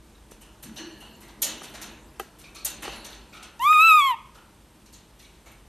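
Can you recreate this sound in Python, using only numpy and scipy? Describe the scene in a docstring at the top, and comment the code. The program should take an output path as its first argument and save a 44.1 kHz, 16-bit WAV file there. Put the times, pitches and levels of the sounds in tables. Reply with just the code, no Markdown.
"""Monkey on a wire cage

A small monkey climbs a wire cage in a quiet room. Each hand or foot strikes the mesh: shaped noise clatters
and dies away, brighter around clusters of like wires. Single groups of wires ring on as beating bands, loose
wires tick, and low resonances shudder as weight shifts on the frame, which also knocks on its base.
Then one coo rises and falls, made of harmonic partials with breath and rasp. The room echoes voice and mesh."""
import sys
import numpy as np
from scipy import signal
from scipy.fft import rfft, irfft
from scipy.io import wavfile
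from scipy.ndimage import uniform_filter1d

SR = 44100
rng = np.random.default_rng(int(sys.argv[2]) if len(sys.argv) > 2 else 0)


def wrap_up_sound(samples):
    """Save the sound to the file named by the first command line argument, as 16-bit audio."""
    columns = np.atleast_2d(samples).T
    # keep every value between -1 and 1, then stretch to whole-number steps
    tamed = np.clip(columns, -1, 1)
    steps = np.round(tamed * 32767).astype(np.int16)
    wavfile.write(sys.argv[1], SR, steps)


def gain_from_decibels(decibels):
    """Convert decibel values to linear amplitude factors."""
    exponent = np.asarray(decibels, float) / 20
    return 10 ** exponent


N = 250476  # length in samples


def evened(x):
    """Scales x to an rms of one."""
    return x / np.sqrt(np.mean(x ** 2) + 1e-20)


def read(points, hz, column=1):
    """Reads one column of a table at any pitch, along a logarithmic scale."""
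    points = np.asarray(points)
    return np.interp(np.log(hz + 1), np.log(points[:, 0] + 1), points[:, column])


def add(mix, s, sound):
    """Adds a sound to the mix, starting at s seconds."""
    part = mix[round(s * SR):][:len(sound)]
    part += sound[:len(part)]


def colour(x, points):
    """Weighs the spectrum of x by a (Hz, dB) curve."""
    return irfft(rfft(x) * gain_from_decibels(read(points, np.fft.rfftfreq(len(x), 1 / SR))), len(x))


def smooth_noise(count, size):
    """Slow random wandering: noise averaged over size samples, with an rms of one."""
    return evened(uniform_filter1d(rng.standard_normal(count), size))


def resonant_noise(hz, width):
    """Noise heard through one resonance; width in Hz."""
    f = np.fft.rfftfreq(N, 1 / SR)
    spectrum = rfft(rng.standard_normal(N)) / (1 + (2 * (f - hz) / width) ** 2)
    return evened(irfft(spectrum, N))


# Colour of the quiet room. 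Each row: pitch in Hz, relative level in dB.
AIR = [(15, -45.5), (25, -7.5), (40, -2), (58, 0.5), (141, -3.5), (373, -11.5), (567, -16), (1210, -16.5),
       (2160, -20.5), (3200, -20.5), (5000, -24.5), (13200, -28)]
AIR_DB = -56
WHINE_HZ, WHINE_WIDTH, WHINE_DB = 8460, 180, -75  # width in Hz


def quiet_room():
    """Coloured noise that stirs a little, with a faint steady whine: noise through a narrow resonance."""
    air = gain_from_decibels(AIR_DB) * evened(colour(rng.standard_normal(N), AIR))
    air *= gain_from_decibels(0.51 * smooth_noise(N, 900))
    return air + gain_from_decibels(WHINE_DB) * resonant_noise(WHINE_HZ, WHINE_WIDTH)


def echoes_by_turns(x, paths):
    """The sound feeds two sets of random echoes by turns, which keeps their colour from standing still."""
    turn = 2 * np.pi * 9 * np.arange(N) / SR  # nine turns a second
    fed = x * np.array([np.cos(turn), np.sin(turn)])
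    echoes = signal.fftconvolve(fed, paths / np.linalg.norm(paths[0]), axes=1)
    return echoes[:, :N].sum(0)


# How long echoes last. Each row: pitch in Hz, time to fall by 60 dB in seconds.
ROOM = [(500, 0.54), (1000, 0.53), (3000, 0.53), (10000, 0.19)]


def room(x):
    """Echoes as sparse taps of random sign, each band dying at its own speed."""
    taps = np.zeros((2, SR))
    at = np.arange(300, SR - 20, 20)
    for row in taps:
        row[at + rng.integers(0, 20, len(at))] = rng.choice([-1., 1.], len(at))
    hz, t, z = signal.stft(taps, SR, nperseg=256)
    fall_db = -60 * t / read(ROOM, hz)[:, None]
    tail = signal.istft(z * gain_from_decibels(fall_db), SR, nperseg=256)[1]
    return echoes_by_turns(x, tail)


# Left-right difference under the sum. Each row: pitch in Hz, level in dB.
APART = [(3600, -62), (4700, -18.5), (5800, -10), (8000, -8.5), (13000, -11.5)]


def left_right(both):
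    """The two channels agree in the bass and hear the treble by different echoes."""
    paths = rng.standard_normal((2, 4000)) * gain_from_decibels(-np.arange(4000) * .012)
    apart = colour(echoes_by_turns(both, paths), APART)
    return np.array([both + apart, both - apart])


# Weight shifting on the frame. Each row: time in seconds, load in dB, sway in dB.
SHIFT = [(0, -59.5, -53.5), (.62, -57, -59), (.84, -53, -59), (1.37, -54, -57), (1.47, -46, -58),
         (1.69, -50, -58), (1.88, -50.5, -49.5), (2.28, -57, -63), (2.658, -54, -54.5), (2.89, -46.5, -48),
         (3.261, -54.5, -58), (3.97, -62, -63), (4.6, -60.5, -63), (5.68, -61.5, -56)]
# Low modes of the frame. Each row: pitch in Hz, width in Hz, relative level in dB.
FRAME = [(146.1, 53, -7), (216.5, 47, 1), (321, 95, 1.5), (443, 250, -2), (616, 68, -8.5), (914, 330, -1.5)]
SWAY_HZ, SWAY_WIDTH = 53, 15  # width in Hz
SWAY_STEADY = .4  # share of the sway's power that is one swing of nearly steady pitch


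def frame():
    """Shifting weight keeps the low modes of the frame shuddering and the whole cage swaying."""
    t = np.arange(N) / SR
    s, *controls = np.transpose(SHIFT)
    load_db, sway_db = (np.interp(t, s, c) for c in controls)
    shudder = evened(sum(gain_from_decibels(db) * resonant_noise(hz, width) for hz, width, db in FRAME))
    drift = 3 * smooth_noise(N, 6000)  # Hz
    swing = np.sqrt(2) * np.sin(2 * np.pi * np.cumsum(SWAY_HZ + drift) / SR)
    loose = resonant_noise(SWAY_HZ, SWAY_WIDTH)
    sway = np.sqrt(SWAY_STEADY) * swing + np.sqrt(1 - SWAY_STEADY) * loose
    return gain_from_decibels(load_db) * shudder + gain_from_decibels(sway_db) * sway


# The frame jolts on its base. Each row: start in seconds, peak in dB, brightness in dB per octave,
# free ringing in seconds.
KNOCKS = [(0.318, -37, -1.5, 0.0023), (1.617, -29, 6.5, 0.0057), (2.197, -18, 7.5, 0.029),
          (2.878, -22, 3.5, 0.0081)]
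# Modes of the base. Each row: pitch in Hz, relative level in dB, undamped time to fall by 60 dB in seconds.
BASE = [(372, 16.5, 0.12), (432, 16.5, 0.07), (789, 11.5, 0.077), (1247, 11.5, 0.026), (1600, 0.5, 0.038),
        (1960, -6.5, 0.04), (2655, -9.5, 0.043), (3090, -9, 0.038)]
BUILD_CYCLES = 1.1  # cycles each mode takes to build


def knocks():
    """A dull jolt rings the modes of the base together until the weight on it damps them."""
    t, out = np.arange(4000) / SR, np.zeros(N)
    for s, peak_db, tilt_db, free in KNOCKS:
        hit = np.zeros(len(t))
        for hz, db, t60 in BASE:
            level = gain_from_decibels(db + tilt_db * np.log2(hz / 800) - 60 * t / t60)
            build = 1 - np.exp(-t * hz / BUILD_CYCLES)
            hit += level * build * np.sin(2 * np.pi * hz * t)
        hit *= np.exp(-(t / free) ** 2)
        hit = colour(hit, [(200, -42), (330, 13)])[:len(t) // 2]  # too small to radiate bass
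        add(out, s, gain_from_decibels(peak_db) * hit / abs(hit).max())
    return out


# Colour of the ticking. Each row: pitch in Hz, relative level in dB.
TICKS = [(300, -16.5), (600, -5), (1500, -1), (4000, -7), (8000, -7), (12000, -5)]
TICKS_PER_S, TICK_T60, TICK_SPREAD_HZ = 240, 0.12, 350  # t60: seconds to fall by 60 dB
REST_DB, TICKS_DB = -58, -13  # resting load, and ticking against it
TICKS_FOLLOW = 1.68  # dB of ticking for each dB of load above rest


def ticks(size=256):
    """Nails and loose wires touch at random on the loaded frame; each touch briefly rings one band of wires."""
    hop, hz = size // 4, np.fft.rfftfreq(size, 1 / SR)
    t = np.arange(N // hop + 5) * hop / SR
    chance, where = rng.random((2, len(t)))
    a, b = rng.standard_normal((len(t), len(hz), 2)).T
    strength = gain_from_decibels(3.5 * np.minimum(rng.exponential(1, len(t)), 3))
    strength *= chance < TICKS_PER_S * hop / SR
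    centre = 13000 * where ** 1.5  # Hz
    touch = strength * np.exp(-.5 * ((hz[:, None] - centre) / TICK_SPREAD_HZ) ** 2)
    rung = signal.lfilter([1], [1, -gain_from_decibels(-60 * hop / SR / TICK_T60)], touch, axis=1)
    rung *= gain_from_decibels(read(TICKS, hz))[:, None]
    sound = evened(signal.istft(rung * (a + 1j * b), nperseg=size, noverlap=size - hop)[1][:N])
    s, load_db, _ = np.transpose(SHIFT)
    above_rest = np.interp(np.arange(N) / SR, s, load_db) - REST_DB
    return sound * gain_from_decibels(TICKS_DB + REST_DB + TICKS_FOLLOW * above_rest)


# Groups of like wires or frame bars set ringing on their own. Each row: pitch in Hz, time to fall by 60 dB
# in seconds, list of plucks; each pluck: start in seconds, level in dB.
RINGS = [(147.3, 0.43, [(.635, -50.5)]), (225.6, 0.38, [(.655, -41), (.82, -50)]),
         (320.6, 0.36, [(.636, -47.5), (.79, -40.5), (.83, -42.5)]), (592.4, 0.31, [(1.425, -44),
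         (2.83, -43)]), (1235, 0.22, [(2.552, -45)]), (1336, 1.3, [(3.328, -51.5)]),
         (1360, 0.46, [(4.346, -52.5)]), (1766, 1.7, [(.762, -54.5)]), (11100, 0.95, [(2.89, -58)]),
         (2070, 0.7, [(1.21, -56.5)]), (2400, 0.21, [(2.44, -45.5), (2.55, -43.5), (3.325, -44.5)]),
         (2260, 0.36, [(5.225, -58), (5.457, -55)]), (3880, 0.1, [(.147, -56), (.762, -45), (1.42, -43)]),
         (2905, 0.58, [(.408, -59.5), (.762, -43.5), (1.001, -49.5), (2.829, -41)]),
         (3085, 0.93, [(1.421, -43)]), (4300, 1.4, [(.762, -52), (1.003, -61), (2.551, -53), (2.922, -51)]),
         (5750, 0.15, [(1.419, -28.5)]), (6020, 0.4, [(.763, -44)]), (6830, 0.19, [(1.418, -24.5),
         (4.928, -50.5), (5.457, -56)])]


def rings(count=40):
    """Like wires differ a little in pitch, so a group rings as a narrow, beating band."""
    t, out = np.arange(SR // 2) / SR, np.zeros(N)
    for hz, t60, plucks in RINGS:
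        for s, db in plucks:
            spread, start = rng.standard_normal((count, 2)).T[:, :, None]
            wire_hz = hz + (.04 * hz + 10) * spread  # mismatch of 4 % and 10 Hz
            group = np.sin(2 * np.pi * (wire_hz * t + 2 * np.pi * start)).sum(0) / np.sqrt(count / 2)
            rise = 1 - np.exp(-t / 0.0086)
            fade = np.cos(np.pi * t)  # reaches silence after half a second
            add(out, s, group * gain_from_decibels(db - 60 * t / t60) * rise * fade)
    return out


def patchy(bands, frames, size):
    """Random dB pattern over pitch and time, in patches of size bands by three frames."""
    noise = uniform_filter1d(rng.standard_normal((bands, frames)), size, axis=0)
    return evened(uniform_filter1d(noise, 3, axis=1))


# Hand or foot on the mesh. Each row: start in seconds, relative blow in dB, basic ring time in seconds,
# thick bars in dB, thin wires in dB.
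BLOWS = [(0.309, -33.5, 0.17, -4, 4), (0.4091, -39, 0.36, -1, 4), (0.625, -32.5, 0.4, 0, 6),
         (.758, -29.5, 0.6, 1, -3.5), (1.001, -40, 0.48, 8.5, 5), (1.204, -39.5, 0.52, -1.5, 2.5),
         (1.277, -38, 0.34, 6.5, -1.5), (1.418, -13.5, 0.5, -9.5, 3.5), (1.6293, -26.5, 0.42, -1.5, -4.5),
         (1.7362, -28, 0.46, 4, -6), (1.813, -26, 0.48, -3.5, 3), (2.195, -23, 0.091, 9, 8),
         (2.383, -41.5, 0.99, 1, 2.5), (2.4374, -31.5, 0.22, -4, -20), (2.546, -29.5, 0.55, -11, -4),
         (2.6466, -18, 0.43, -6, 6), (2.821, -24.5, 0.61, 4.5, -2.5), (2.918, -29.5, 0.46, 3.5, -9.5),
         (3.043, -26.5, 0.4, -1.5, -3.5), (3.1191, -30.5, 0.45, -4, -11), (3.3252, -36.5, 0.98, 2.5, -8),
         (3.4257, -25.5, 0.24, -1, -6.5), (4.345, -41, 0.38, 7.5, -2), (4.856, -36.5, 0.25, -13, -4),
         (4.924, -35, 0.46, -11, -1), (5.188, -38, 0.92, -9, -5.5), (5.455, -43.5, 0.62, 5, -1),
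         (5.515, -44, 0.13, -2, 16)]
# Where the wire kinds lie: pitch in Hz of thick bars, common wire and thin wires.
WIRE_BANDS = [1100, 4300, 11000]
# Clusters of like wires. Each row: pitch in Hz, spread in Hz, relative level in dB.
MESH = [(930, 84, -21), (1360, 210, -14.5), (1778, 200, -9), (2430, 56, -19), (2810, 250, -1.5),
        (3670, 65, -6.5), (4060, 470, 2.5), (5790, 210, 1.5), (6240, 130, 3), (6800, 120, 2.5),
        (8200, 150, -5), (9000, 580, -3.5), (12100, 510, 7.5)]
# All other wires and joints. Each row: pitch in Hz, relative level in dB, factor on the basic ring time.
JOINTS = [(295, -24, 1.23), (580, 6.5, 1.8), (1510, 1.5, 2.33), (3010, 4, 1.38), (4560, 3, 0.81),
          (7500, 4.5, 0.76), (9800, 4.5, 0.69), (13730, 8, 0.079)]


def mesh(size=512):
    """So many wires ring at once that each blow is a dense clatter; the clusters stand out and last longer."""
    hz = np.fft.rfftfreq(size, 1 / SR)[:, None]
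    t = np.arange(240) * size / 4 / SR
    clusters = sum(gain_from_decibels(db) * np.exp(-.5 * ((hz - f) / spread) ** 2) for f, spread, db in MESH)
    out = np.zeros(N)
    for s, db, t60, thick_db, thin_db in BLOWS:
        fall_db = -60 * t / (np.clip(t60, .04, 2.5) * read(JOINTS, hz, column=2))
        clatter = gain_from_decibels(read(JOINTS, hz) + 2.55 * fall_db)  # dies 2.55 times as fast as the clusters
        field = clatter + clusters * gain_from_decibels(-2.5 + fall_db)
        field *= gain_from_decibels(read(np.c_[WIRE_BANDS, [thick_db, 0, thin_db]], hz))
        field *= gain_from_decibels(2.8 * patchy(len(hz), len(t), 24))  # loose joints chatter in patches
        field *= gain_from_decibels(1.7 * patchy(len(hz), len(t), 60))  # wires slap back on each other in quick clumps
        a, b = rng.standard_normal((len(t), len(hz), 2)).T
        rung = signal.istft(field * (a + 1j * b), nperseg=size, noverlap=3 * size // 4)[1]
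        spread_s = np.interp(db, [-40, -15], [.01, .004])  # softer blows spread slower
        rise = 1 - np.exp(-np.arange(len(rung)) / SR / spread_s)
        add(out, s, gain_from_decibels(db - 34.5) * rung * rise)
    return out


# Overtones against the fundamental. Each row: pitch in Hz, level in dB.
MOUTH = [(1900, -9.5), (2250, -13.5), (2660, -6), (3000, -8.5), (3330, -13.5), (3700, -20), (4000, -21.5),
         (4500, -34.5), (5200, -37), (6200, -40), (7700, -30.5), (9800, -45.5), (11500, -29), (13000, -34)]
PRESS = .07  # dB lost per overtone for each dB of missing effort
UPPER_SHARE = 0.62  # partials above the third follow the mouth opening less
LAG = .7  # radians each overtone trails the one below
SHIMMER_DB = -31  # quick unevenness of the overtones at middling roughness


def partials(hz, turn, effort_db, open_db, rougher_db, waver_db):
    """Harmonics of the voice: the mouth weighs the overtones, and each partial wavers."""
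    weak_db = PRESS * np.minimum(effort_db + 22.5, 0)  # a weak voice loses its overtones from the top
    voice = gain_from_decibels(effort_db + 1.8 * waver_db[1]) * np.cos(turn)
    for k in range(2, 16):
        opening_db = open_db * (UPPER_SHARE if k > 3 else 1)
        level_db = effort_db + opening_db + (k - 2.5) * weak_db + read(MOUTH, k * hz) + waver_db[k]
        voice += gain_from_decibels(level_db) * np.cos(k * turn - LAG * (k - 1))
    shimmer = gain_from_decibels(SHIMMER_DB + rougher_db) * smooth_noise(len(turn), 60)
    return voice + shimmer * (voice - gain_from_decibels(effort_db) * np.cos(turn))


# Colour of the rasp and of the lines between overtones. Each row: pitch in Hz, relative level in dB.
RASP = [(1200, -15), (2000, -10), (2800, -12), (3250, -2), (3800, -16.5), (4300, -35.5)]
BREATH_STEEP = 1.2  # dB of breath and in-between lines for each dB of roughness
HALF_DB = -28.5  # in-between lines against effort at middling roughness, before the RASP colour


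def alternation(hz, turn, effort_db, rougher_db):
    """Strong and weak cycles alternate, which puts lines halfway between the overtones; it comes and goes."""
    level_db = effort_db + HALF_DB + BREATH_STEEP * rougher_db
    lines = sum(gain_from_decibels(level_db + read(RASP, k * hz / 2)) * np.cos(k * turn / 2) for k in (3, 5, 7))
    uneven = uniform_filter1d(uniform_filter1d(rng.standard_normal(len(turn)), 200), 120)
    return evened(uneven) * lines


# Colour of the breath. Each row: pitch in Hz, relative level in dB.
BREATH = [(3800, -24.5), (6000, -6.5), (9800, -9.5), (12000, 0)]
BREATH_DB, RASP_DB = -29.5, -35.5  # against effort, at middling roughness
PUFF_DB, PUFF_S = 16, .055  # extra breath as the voice starts, and how fast it closes off in seconds


def breath_and_rasp(since, turn, effort_db, rougher_db, waver_db):
    """Coloured noise puffs out once a cycle; breath grows faster with roughness than the rasp."""
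    puff_db = PUFF_DB * np.exp(-(since / PUFF_S) ** 2)
    breath_db = effort_db + BREATH_DB + puff_db + BREATH_STEEP * rougher_db
    rasp_db = effort_db + RASP_DB + rougher_db
    breath = evened(colour(rng.standard_normal(len(turn)), BREATH)) * (1 + 0.57 * np.cos(turn))
    rasp = evened(colour(rng.standard_normal(len(turn)), RASP)) * (1 + np.cos(turn))
    rasp *= gain_from_decibels(4 * waver_db)
    return gain_from_decibels(breath_db) * breath + gain_from_decibels(rasp_db) * rasp


# The voice catches. Each row: start in seconds, peak in dB, pitch in Hz.
CATCHES = [(3.594, -31.5, 5950), (3.73, -18, 2296), (3.811, -28, 1882)]


def catches():
    """Each catch of the voice is a pulse of a few cycles under a bell-shaped envelope."""
    out = np.zeros(N)
    for s, db, hz in CATCHES:
        cycles = np.arange(200) / SR * hz
        add(out, s, gain_from_decibels(db) * np.cos(2 * np.pi * cycles) * np.exp(-(cycles / 0.74 - 2) ** 2))
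    return out


# Course of the coo. Each row: time in seconds, pitch in Hz, effort in dB, mouth opening in dB, roughness in dB.
COO = [(3.593, 882, -36.5, -3, -36), (3.624, 1004, -23.5, -7.5, -27), (3.647, 1110, -20, -2.5, -24.5),
       (3.671, 1186, -16.5, 0, -37), (3.716, 1252, -13.5, -4.5, -53), (3.744, 1248, -16.5, 4, -43.5),
       (3.778, 1223, -15, 0.5, -36), (3.812, 1277, -15, 6, -37), (3.849, 1328, -17.5, 7.5, -34),
       (3.886, 1319, -16.5, 8.5, -33.5), (3.917, 1255, -15, 6.5, -32), (3.961, 1243, -13.5, -2, -40.5),
       (3.996, 1195, -15, 1, -31.5), (4.018, 1110, -20, 6.5, -34), (4.049, 1109, -19.5, 3.5, -33.5),
       (4.076, 1071, -21.5, 3.5, -27), (4.11, 999, -20.5, -10, -24), (4.135, 911, -30, -5, -32),
       (4.152, 895, -32, -15, -28)]
MIDDLING_DB = -31  # middling roughness


def coo():
    """A clean harmonic voice with a slight tremble, some breath and rasp, and a few catches."""
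    s, *columns = np.transpose(COO)
    t = np.arange(s[0], s[-1], 1 / SR)
    hz, effort_db, open_db, rough_db = (np.interp(t, s, c) for c in columns)
    hz = uniform_filter1d(hz, size=400) * (1 + 0.0043 * smooth_noise(len(t), 200))
    turn = 2 * np.pi * np.cumsum(hz) / SR
    rougher_db = rough_db - MIDDLING_DB
    waver_db = uniform_filter1d(uniform_filter1d(rng.standard_normal((16, len(t))), 500), 300)
    waver_db /= waver_db.std()
    waver_db[4:] *= 3.2  # the high partials come and go
    waver_db[:4] *= .45  # the low ones are steadier
    voice = partials(hz, turn, effort_db, open_db, rougher_db, waver_db)
    voice += alternation(hz, turn, effort_db, rougher_db)
    noise = breath_and_rasp(t - s[0], turn, effort_db, rougher_db, waver_db[0])
    out = catches()
    add(out, s[0], (np.sqrt(2) * voice + noise) * signal.windows.tukey(len(t), .03))
    return out


# What the walls return of the voice. 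Each row: pitch in Hz, relative level in dB.
WALLS = [(800, -0.5), (1300, -3), (2000, 1), (2550, -2), (2950, 0.5), (3400, -3), (6000, -13.5)]


def scene():
    """Mixes the quiet room, the cage, the coo and their echoes into two channels."""
    voice, cage = coo(), mesh() + rings() + ticks()
    echoes = room(gain_from_decibels(-18.5) * colour(voice, WALLS) + gain_from_decibels(-6.0) * cage)
    return left_right(voice + cage + echoes + knocks() + frame() + quiet_room())


def roll_off(x):
    """The treble ends steeply here."""
    return signal.sosfilt(signal.butter(12, 14240, fs=SR, output="sos"), x)


def record(dry):
    """Cuts off the treble above 13280 Hz with a steep low-pass filter."""
    low_pass = signal.firwin(1023, 13280, window=("kaiser", 9), fs=SR)
    limited = signal.oaconvolve(dry, low_pass[None], "same")
    return roll_off(limited)


dry = scene()
out = record(dry)
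wrap_up_sound(out)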